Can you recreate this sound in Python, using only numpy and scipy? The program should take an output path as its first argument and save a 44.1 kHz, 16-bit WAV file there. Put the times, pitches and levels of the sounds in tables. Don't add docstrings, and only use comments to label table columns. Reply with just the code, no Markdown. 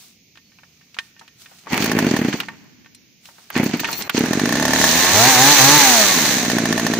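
import sys
import numpy as np
from scipy import signal
from scipy.fft import rfft, irfft, next_fast_len
from scipy.io import wavfile
from scipy.ndimage import uniform_filter1d

SR = 44100
rng = np.random.default_rng(int(sys.argv[2]) if len(sys.argv) > 2 else 0)


def attenuation_scalar(level_db):
    decades = np.asarray(level_db, float) / 20
    return 10 ** decades


def dump(signal):
    limited = np.clip(np.atleast_2d(signal).T, -1, 1)
    pcm = np.round(limited * 32767).astype(np.int16)
    wavfile.write(sys.argv[1], SR, pcm)


N = 308259
T = np.arange(N) / SR
HZ = np.fft.rfftfreq(next_fast_len(N + SR), 1 / SR)

# t/s, relative level/dB
CHUG_STROKES = [(1.728, -7), (1.777, -14.5), (2.042, -7), (2.086, -10.5), (2.109, -5), (2.136, -4.5),
                (2.187, -8.5), (2.212, -5), (2.245, -5.5), (2.28, -6), (2.337, -9), (3.56, -6.5),
                (3.596, -3.5), (3.628, -5), (3.658, -8), (3.692, -15), (3.735, -6.5), (3.808, -17.5),
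                (4.143, -8.5), (4.176, -7.5), (4.204, -5), (4.234, -7)]
# t/s, relative level/dB
LONE_FIRINGS = [(1.8605, -13), (1.916, -9), (1.9883, -7.5), (2.1664, -10.5), (4.2597, -16), (4.3325, -9),
                (4.3958, -9.5), (4.4564, -10.5), (4.4917, -11), (4.5248, -8.5), (4.555, -11), (4.57, -15),
                (4.5977, -11), (4.8664, -12), (6.12, -10), (6.1877, -12.5), (6.2522, -12), (6.3083, -13),
                (6.3833, -11.5), (6.4492, -11.5), (6.4995, -9.5), (6.5162, -11.5), (6.5844, -7),
                (6.6553, -8.5), (6.7263, -8), (6.7784, -9), (6.7966, -10), (6.8662, -7), (6.9364, -8.5)]


def over_hz(points):
    hz, db = np.transpose(points)
    return np.interp(np.log(HZ + 1), np.log(hz), db)


def through(x, response):
    size = next_fast_len(N + SR)
    return irfft(rfft(x, size) * response, size)[..., :N]


def unit(x):
    return x / np.sqrt(np.mean(x ** 2))


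def walk(rate):
    k = int(SR / rate)
    held = np.repeat(rng.standard_normal(N // k + 1), k)
    return 0.8 * uniform_filter1d(held, k)[:N]


def span(t0, t1, soft_s):
    return np.clip(np.minimum(T - t0, t1 - T) / soft_s + .5, 0, 1)


def ring(modes, length_s=.15):
    t = np.arange(int(length_s * SR)) / SR
    y = sum(attenuation_scalar(db) * np.sin(2 * np.pi * hz * t) * 1000 ** (-t / max(t60, .003)) for hz, db, t60 in modes)
    return y / np.abs(y).max()


def blows(times, db):
    x = np.zeros(N)
    np.add.at(x, np.minimum((times * SR).astype(int), N - 1), attenuation_scalar(db))
    return x


def fade(x, t60):
    return signal.lfilter([1], [1, -1000 ** (-1 / (t60 * SR))], x)


def hiss(colour):
    # f/Hz, shared over own noise level/dB
    alike = [(100, 15.5), (600, 5.5), (1500, 2), (3000, -4.5), (8000, -35)]
    share = 1 / (1 + attenuation_scalar(-2 * over_hz(alike)))
    noise = rng.standard_normal((3, N))
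    common = through(noise[0], attenuation_scalar(over_hz(colour)) * np.sqrt(share))
    own = through(noise[1:], attenuation_scalar(over_hz(colour)) * np.sqrt(1 - share))
    return common + own


def clatter(gain, bright, sizzle, colour, per_s, spread_db, flicker_db, gate=1):
    grain_db = np.minimum(spread_db * rng.exponential(size=N), 10)
    grains = (rng.random(N) < per_s / SR) * attenuation_scalar(grain_db)
    x = hiss(colour)
    low = through(x, 1 / (1 + (HZ / 3000) ** 8))
    top = x - through(x, 1 / (1 + (HZ / 10000) ** 8))
    scale = np.sqrt(np.mean(through(low[0], HZ > 600) ** 2))
    grainy = unit(gate * (1 + fade(grains, 0.0015)))
    bands = (low, 0), (x - low - top, bright), (top, sizzle)
    flickering = sum(part * attenuation_scalar(db + flicker_db * walk(25)) for part, db in bands)
    return through(gain / scale * grainy * flickering, HZ ** 2 / (HZ ** 2 + 120 ** 2))


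def quiet_yard():
    # f/Hz, relative density level/dB
    yard_colour = [(15, -32), (25, -19), (50, -13), (87, -1.5), (190, 4), (607, -16), (1330, -35.5),
                   (2280, -6), (3250, -11), (5880, -7.5), (6740, -8), (8140, -45), (14800, -13.5),
                   (16000, -31)]
    return attenuation_scalar(-54.5) * attenuation_scalar(0.19 * walk(10.0)) * unit(hiss(yard_colour))


def shed_echo(near):
    # f/Hz, echo level/dB
    shed_colour = [(40, -22), (120, -21), (260, -23.5), (500, -32), (2000, -23.5), (8000, -36)]
    tail = rng.standard_normal((2, SR)) * 1000 ** (-T[:SR] / 2.7)
    tail = tail / np.sqrt(np.sum(tail[0] ** 2))
    return through(near, rfft(tail, 2 * len(HZ) - 2) * attenuation_scalar(over_hz(shed_colour)))


def rustle():
    # middle t/s, time to fall 6 dB/s, relative level/dB, brightness/dB
    cloth_swells = [(0, .09, -59, 10), (.75, .3, -69, 0), (1.04, .05, -62, 4), (1.23, .04, -61, -5),
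                    (1.42, .025, -62, 11), (1.55, .12, -58, 3), (3.27, .03, -60, 8), (3.4, .1, -59, 4)]
    # f/Hz, relative density level/dB
    cloth_colour = [(240, -37.5), (400, 4), (570, -29.5), (655, 5.5), (906, 0), (1110, 3), (4880, 2),
                    (6440, 0.5), (13500, -10.5), (15000, -1), (16000, -6)]
    swells = np.array([attenuation_scalar(np.maximum(db - 6 * ((T - s) / half) ** 2, -150))
                       for s, half, db, _ in cloth_swells])
    total = swells.sum(axis=0)
    bright = np.array(cloth_swells)[:, 3] @ swells / total
    return clatter(total, bright, 1.2 * bright, cloth_colour, 65, 6.1, 0.37)


def clicks():
    # t/s, relative level/dB, center f/Hz, ringing level/dB
    knocks = [(0.356, -34.5, 2200, -12.5), (0.373, -29.5, 2000, -7), (0.519, -46, 1830, 1),
              (0.587, -34.5, 1590, -9), (0.633, -31.5, 1360, -14), (0.812, -40.5, 1800, -4),
              (0.944, -25, 2700, -12), (0.967, -28, 1100, -24), (0.987, -7.5, 2080, -7),
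              (1.165, -48.5, 1820, 10.5), (1.194, -28.5, 3800, -12), (1.212, -28, 970, -9.5),
              (1.279, -29.5, 2420, -8), (1.459, -29, 1930, -8), (1.513, -32.5, 795, -14),
              (1.586, -32.5, 4160, -12), (1.67, -20, 930, -8.5), (1.704, -34, 1110, -9),
              (1.724, -28, 2250, 3), (1.823, -6.5, 2170, -11), (2.328, -8, 1650, -12),
              (2.402, -6, 1900, -32), (2.433, -20.5, 1550, -10), (2.485, -16, 1430, -3),
              (2.845, -40, 2010, -4), (2.86, -34.5, 1720, -2), (2.948, -28, 5580, -11),
              (3.255, -28, 3480, -7), (3.288, -31.5, 970, -13), (3.383, -32, 920, -14),
              (3.502, -17.5, 1310, -18), (3.554, -15.5, 1910, 4.5), (3.795, -10, 2030, -7),
              (3.834, -13.5, 870, -8), (3.845, -8, 2180, -2.5), (3.851, -9, 1830, -29),
              (3.879, -19, 2010, -12), (3.887, -10, 875, -9.5), (3.929, -9.5, 4440, -3.5),
              (4.009, -17.5, 2510, -19), (4.022, -10, 4100, -24), (4.075, -23, 850, -19),
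              (4.095, -3.5, 1700, -25)]
    # f/Hz, relative level/dB, T60/s
    casing_modes = [(917, 5, 0.12), (1140, -0.5, 0.1), (1550, 5, 0.047), (1826, 5.5, 0.11),
                    (2510, 10, 0.025), (2835, 2.5, 0.052), (3080, -19.5, 0.0245), (3628, -16, 0.49),
                    (4130, 0, 0.12), (5740, -10, 0.36), (6202, -8, .07)]
    out, t = np.zeros((2, N + SR)), np.arange(SR // 5) / SR
    for s, db, hz, ring_db in knocks:
        noise = rng.standard_normal((3, len(t)))
        near = [(f, d - 14 * np.log2(f / hz) ** 2, t60) for f, d, t60 in casing_modes]
        band = signal.butter(2, [hz / 1.8, hz * 1.8], "band", fs=SR)
        scrape_t60 = .05 * (2000 / hz) ** 0.33
        scrape = unit(signal.lfilter(*band, noise[0] + 1.2 * noise[1:])) * 1000 ** (-t / scrape_t60)
        knock = attenuation_scalar(ring_db) * ring(near, len(t) / SR)[:len(t)] + 0.33 * scrape
        out[:, int(s * SR):int(s * SR) + len(t)] += attenuation_scalar(db) * knock
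    return out[:, :N]


def ticks():
    # t/s, relative level/dB
    spits = [(0.9866, -44), (1.7738, -14), (1.8442, -9), (1.9155, -23), (1.99, -22), (2.1674, -25),
             (2.3271, -33), (2.4013, -17), (3.5028, -19.5), (3.6416, -13), (3.7708, -23), (3.8741, -23),
             (3.9145, -15), (4.097, -10.5), (4.1918, -12), (4.2557, -20)]
    s, db = np.transpose(spits)
    burst = rng.standard_normal((2, N)) * fade(blows(s, db), .015)
    return signal.sosfilt(signal.butter(3, 11000, "high", fs=SR, output="sos"), burst)


def squeal():
    # start t/s, end t/s, first f/Hz, last f/Hz, relative level/dB
    squeaks = [(.4, .6, 4600, 4050, -65), (3.92, 3.985, 4350, 4335, -35), (3.99, 4.075, 4280, 4080, -43)]
    out = 0
    for t0, t1, hz0, hz1, db in squeaks:
        hz = np.interp(T, [t0, t1], [hz0, hz1]) * (1 + .007 * walk(200))
        phase = np.cumsum(hz) / SR
        out = out + span(t0, t1, .02) * attenuation_scalar(db + 3 * walk(60)) * np.sin(2 * np.pi * phase)
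    return out


def starter(turns):
    # tug t/s, tug level/dB, spinning level/dB, lets go t/s
    cord_pulls = [(1.73, -28, -29.5, 2.29), (3.57, -27, -34, 3.88), (4.17, -27, -34, 4.25)]
    # start t/s, end t/s, relative level/dB
    bright_whirrs = [(1.8, 1.87, -30), (3.629, 3.677, -32.5), (3.799, 3.805, -29.5), (3.874, 4.02, -35),
                     (4.034, 4.089, -42.5)]
    # f/Hz, relative density level/dB
    starter_colour = [(240, 3.5), (400, 4.5), (504, -6.5), (839, 0), (1230, -6), (2250, 0), (3930, -11),
                      (4440, -4), (5110, -12), (6340, -7), (12300, -45.5), (15000, -12), (16000, -58)]
    take_up_db_per_s, stop_db_per_s, tug_t60_s = 450, 78, 0.25
    pull_db, whirr_db = (1, 0), (3.5, 26.5)
    pull = 0
    for s, tug_db, spin_db, end in cord_pulls:
        body = attenuation_scalar(tug_db) * 1000 ** (-np.maximum(T - s, 0) / tug_t60_s) + attenuation_scalar(spin_db)
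        rise_db = -take_up_db_per_s * np.maximum(s - T, 0)
        fall_db = -stop_db_per_s * np.maximum(T - end, 0)
        pull = pull + body * attenuation_scalar(rise_db + fall_db)
    whirr = sum(attenuation_scalar(db) * span(t0, t1, 0.013) for t0, t1, db in bright_whirrs)
    share = whirr / (whirr + 0.9 * pull + 1e-9)
    bright, sizzle = (a + share * (b - a) for a, b in zip(pull_db, whirr_db))
    surge = 1 + 1.3 * np.exp(-((turns + 0.094) % 1) / 0.14)
    return clatter(np.hypot(pull, whirr), bright, sizzle, starter_colour, 200, 3.8, 4.7, surge)


def chain(speed, turns):
    # f/Hz, relative density level/dB
    chain_colour = [(200, -2.5), (400, -0.5), (700, -4.5), (1100, -0.5), (1270, -4), (1760, 4.5),
                    (2330, 1.5), (3120, -4), (4080, 1.5), (5220, -5), (6240, 3), (8640, -13.5),
                    (13400, -22), (15000, -6.5), (16000, -40.5)]
    free_db, grip_db = (0.5, 0, -4), (5, 3.5, 9)
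    grip = np.interp(T, [4.7, 4.802, 6.3, 6.63], [0, 1, 1, 0])
    level, bright, sizzle = (free + grip * (held - free) for free, held in zip(free_db, grip_db))
    speed_db = 7.5 * np.log2(uniform_filter1d(speed, SR // 6) / 70)
    gain = span(4.14, 9, .04) * attenuation_scalar(-28.5 + level + speed_db)
    beat = 1 + 0.04 * np.cos(2 * np.pi * turns)
    return clatter(gain, bright, sizzle, chain_colour, 900, 0.33, 1.0, beat)


def whine(speed, turns):
    # opens t/s, shuts t/s
    throttle_open = [(5.13, 5.29), (5.355, 5.53), (5.59, 5.79)]
    # multiple of crank speed, level/dB, loss with the throttle shut/dB, loss per Hz when slow/dB
    harmonics = [(1, -25, 24, .05), (2, -22.5, 3, 1), (3, -32, 8, .5), (4, -30, 8, .5), (5, -31, 6, .5),
                 (6, -18.5, 2, .8), (7, -24, 3, .8), (8, -24, 5, .5), (9, -28, 4, .4), (10, -30, 4, .2),
                 (12, -29, 1, .15)]
    start_s, clear_hz = 4.5, 108
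    cowl_hz, cowl_db_per_oct = 850, 6
    on = T > start_s
    shut = 1 - sum(span(t0, t1, 0.024) for t0, t1 in throttle_open) - .5 * span(start_s, 5.13, .02)
    shut, speed, turns = shut[on], speed[on], turns[on]
    slow, out = np.maximum(clear_hz - speed, 0), np.zeros(N)
    for k, db, shut_db, sink_db in harmonics:
        shade = cowl_db_per_oct * np.log2(np.maximum(k * speed / cowl_hz, 1)) * (k < 12)
        level = attenuation_scalar(db - shut_db * shut - sink_db * slow - shade + 2.5 * walk(50)[on])
        jittered = turns + 0.0065 * walk(50)[on]
        out[on] += level * np.sin(2 * np.pi * k * jittered + k * k)
    return np.sqrt(2) * out * span(start_s + .05, 9, .1)


def crank():
    # t/s, speed/turns per s
    speed_runs = [
        [(1.72, 1), (1.74, 24), (1.82, 45), (1.87, 56), (2., 53), (2.14, 37), (2.25, 32), (2.33, 18), (2.35, 1)],
        [(3.55, 1), (3.57, 28), (3.7, 28), (3.8, 15), (3.82, 1)],
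        [(4.13, 1), (4.15, 31), (4.24, 36), (4.33, 46), (4.46, 52), (4.53, 65), (4.6, 72), (4.85, 76),
         (4.96, 84), (5.124, 93.6), (5.16, 101.7), (5.29, 134.5), (5.37, 122.5), (5.518, 149), (5.612, 129),
         (5.76, 151), (6.01, 105.8), (6.248, 75), (6.32, 67), (6.5, 59), (7, 57)],
    ]
    flywheel_s, port_lag_s = .025, .0045
    drawn = sum(np.interp(T, *np.transpose(run), 0, 0) for run in speed_runs)
    speed = .05 + uniform_filter1d(drawn, int(flywheel_s * SR))
    free = np.cumsum(speed) / SR
    moments = [0] + [s + port_lag_s for s, _ in CHUG_STROKES] + [s for s, _ in LONE_FIRINGS]
    marks = np.interp(np.sort(moments), T, free)
    whole = np.cumsum(np.r_[0, np.maximum(1, np.round(np.diff(marks)))])
    return speed, free + np.interp(free, marks, whole - marks)


def strokes(speed, turns):
    # t/s, relative level/dB
    puff_strength = [(1.8, -12.5), (1.95, -3.5), (4.5, -4), (5.15, -7.5), (5.8, -35), (6.02, -35),
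                     (6.15, -15), (6.4, -12), (6.56, -4), (7, -7.5)]
    at = np.interp(np.arange(1, turns[-1]), turns, T)
    chance = rng.standard_normal((len(at), 3)).T
    count = np.arange(len(at))

    soften_db = 1.1 * np.maximum(np.interp(at, T, speed) - 108, 0)
    steady_db = -15 - soften_db + 3 * chance[0]
    fire_db = np.where((at > 4.87) & (at < 5.8), steady_db, -90.)
    first, last = (np.abs(at - t).argmin() for t in (4.5977, 4.8664))
    fire_db[first:last:2] = -8 + 2.2 * chance[0, first:last:2]
    fire_db[[np.abs(at - t).argmin() for t, _ in LONE_FIRINGS]] = [db for _, db in LONE_FIRINGS]

    since = count - np.maximum.accumulate(np.where(fire_db > -60, count, -9))
    spent_db = 12 * np.exp(-since / 1.6) * (since > 0)
    puff_db = np.interp(at, *np.transpose(puff_strength)) - spent_db + 1.3 * chance[1]
    puff_db[[np.abs(at - t).argmin() for t, _ in CHUG_STROKES]] = [db for _, db in CHUG_STROKES]
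    shift_s = (.0003 * chance[2] - .0018) * (since > 0)
    push = blows(at + shift_s, puff_db - 11 * (since == 0))
    return push, blows(at, fire_db)


def muffler_puffs(push):
    # f/Hz, relative level/dB, T60/s
    muffler_modes = [(242.4, 5, 0.056), (166, -8.5, 0.23), (339.5, -2.5, 0.051), (429, 2, 0.055),
                     (590, -13, 0.11), (875, -35, .04), (204.2, -21.5, 0.96), (291, -16, 0.32)]
    # f/Hz, relative density level/dB
    roar_colour = [(40, -44), (90, -15), (160, -32), (260, -7.5), (450, -2), (700, -8), (1200, -15.5),
                   (1750, -8), (2600, -15.5), (5000, -35)]
    lower_share = np.repeat(rng.random(N // 256 + 1) ** 2, 256)[:N]
    swell = ring([(295.5, 0, 0.021)])
    puffs = 0
    for share, shift in (1 - lower_share, 1), (lower_share, .88):
        modes = [(hz * shift, db, t60) for hz, db, t60 in muffler_modes]
        puff = signal.fftconvolve(ring(modes, 0.3), swell)
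        puffs = puffs + signal.fftconvolve(push * share, puff / np.abs(puff).max())[:N]
    roar = unit(hiss(roar_colour)) * uniform_filter1d(fade(push, .09), 90)
    pipe = signal.butter(2, 125, "high", fs=SR, output="sos")
    return signal.sosfilt(pipe, puffs + attenuation_scalar(-17) * roar)


def firing_bark(push, fire):
    # f/Hz, relative level/dB, T60/s
    bark_modes = [(1780, -2, .025), (850, -2, .012), (655, -14, .06), (1080, -8, .02), (2650, -12, .01),
                  (4100, -14, .01)]
    # f/Hz, relative density level/dB
    gas_colour = [(880, -70), (1500, 16), (1880, -17), (2610, 4.5), (6690, 6.5), (7840, -10), (9100, 3.5),
                  (11500, -15), (14900, 3), (16000, -32)]
    shape = ring(bark_modes)
    shape = shape * (1 - .75 * np.exp(-T[:len(shape)] / .0006))
    bark = signal.fftconvolve(fire + attenuation_scalar(-24.5) * push, shape)[:N]
    gas = unit(hiss(gas_colour)) * fade(fire, 0.04)
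    return 2.1 * uniform_filter1d(bark, 5) + attenuation_scalar(-7) * gas


def engine(speed, turns):
    push, fire = strokes(speed, turns)
    return 1.08 * muffler_puffs(push) + firing_bark(push, fire)


def scene():
    speed, turns = crank()
    saw = engine(speed, turns) + whine(speed, turns) + chain(speed, turns) + starter(turns) + squeal()
    near = saw + rustle() + clicks() + ticks()
    dip = 1 - 0.82 * uniform_filter1d(1. * ((T > 4.081) & (T < 4.094)), 40)
    return (near + quiet_yard() + shed_echo(near)) * dip


def low_pass(x):
    return signal.sosfilt(signal.butter(12, 16400, fs=SR, output="sos"), x)


def record(dry):
    # f/Hz, left minus right level/dB
    port_lean = [(100, -0.5), (700, -0.5), (1500, -1.5), (3000, -2), (4300, -5.5), (6000, -7.5),
                 (8000, 5.5), (10500, 12.5), (13000, 14.5), (15000, 17)]
    lean = attenuation_scalar(over_hz(port_lean))
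    ports = np.array([lean, np.ones_like(lean)]) * np.sqrt(2 / (1 + lean ** 2))
    top_cut = 1 / (1 + (HZ / 15650) ** 200)
    wet = through(dry, ports * top_cut)
    return low_pass(np.clip(0.92 * wet, -1, 1))


dry = scene()
out = record(dry)
dump(out)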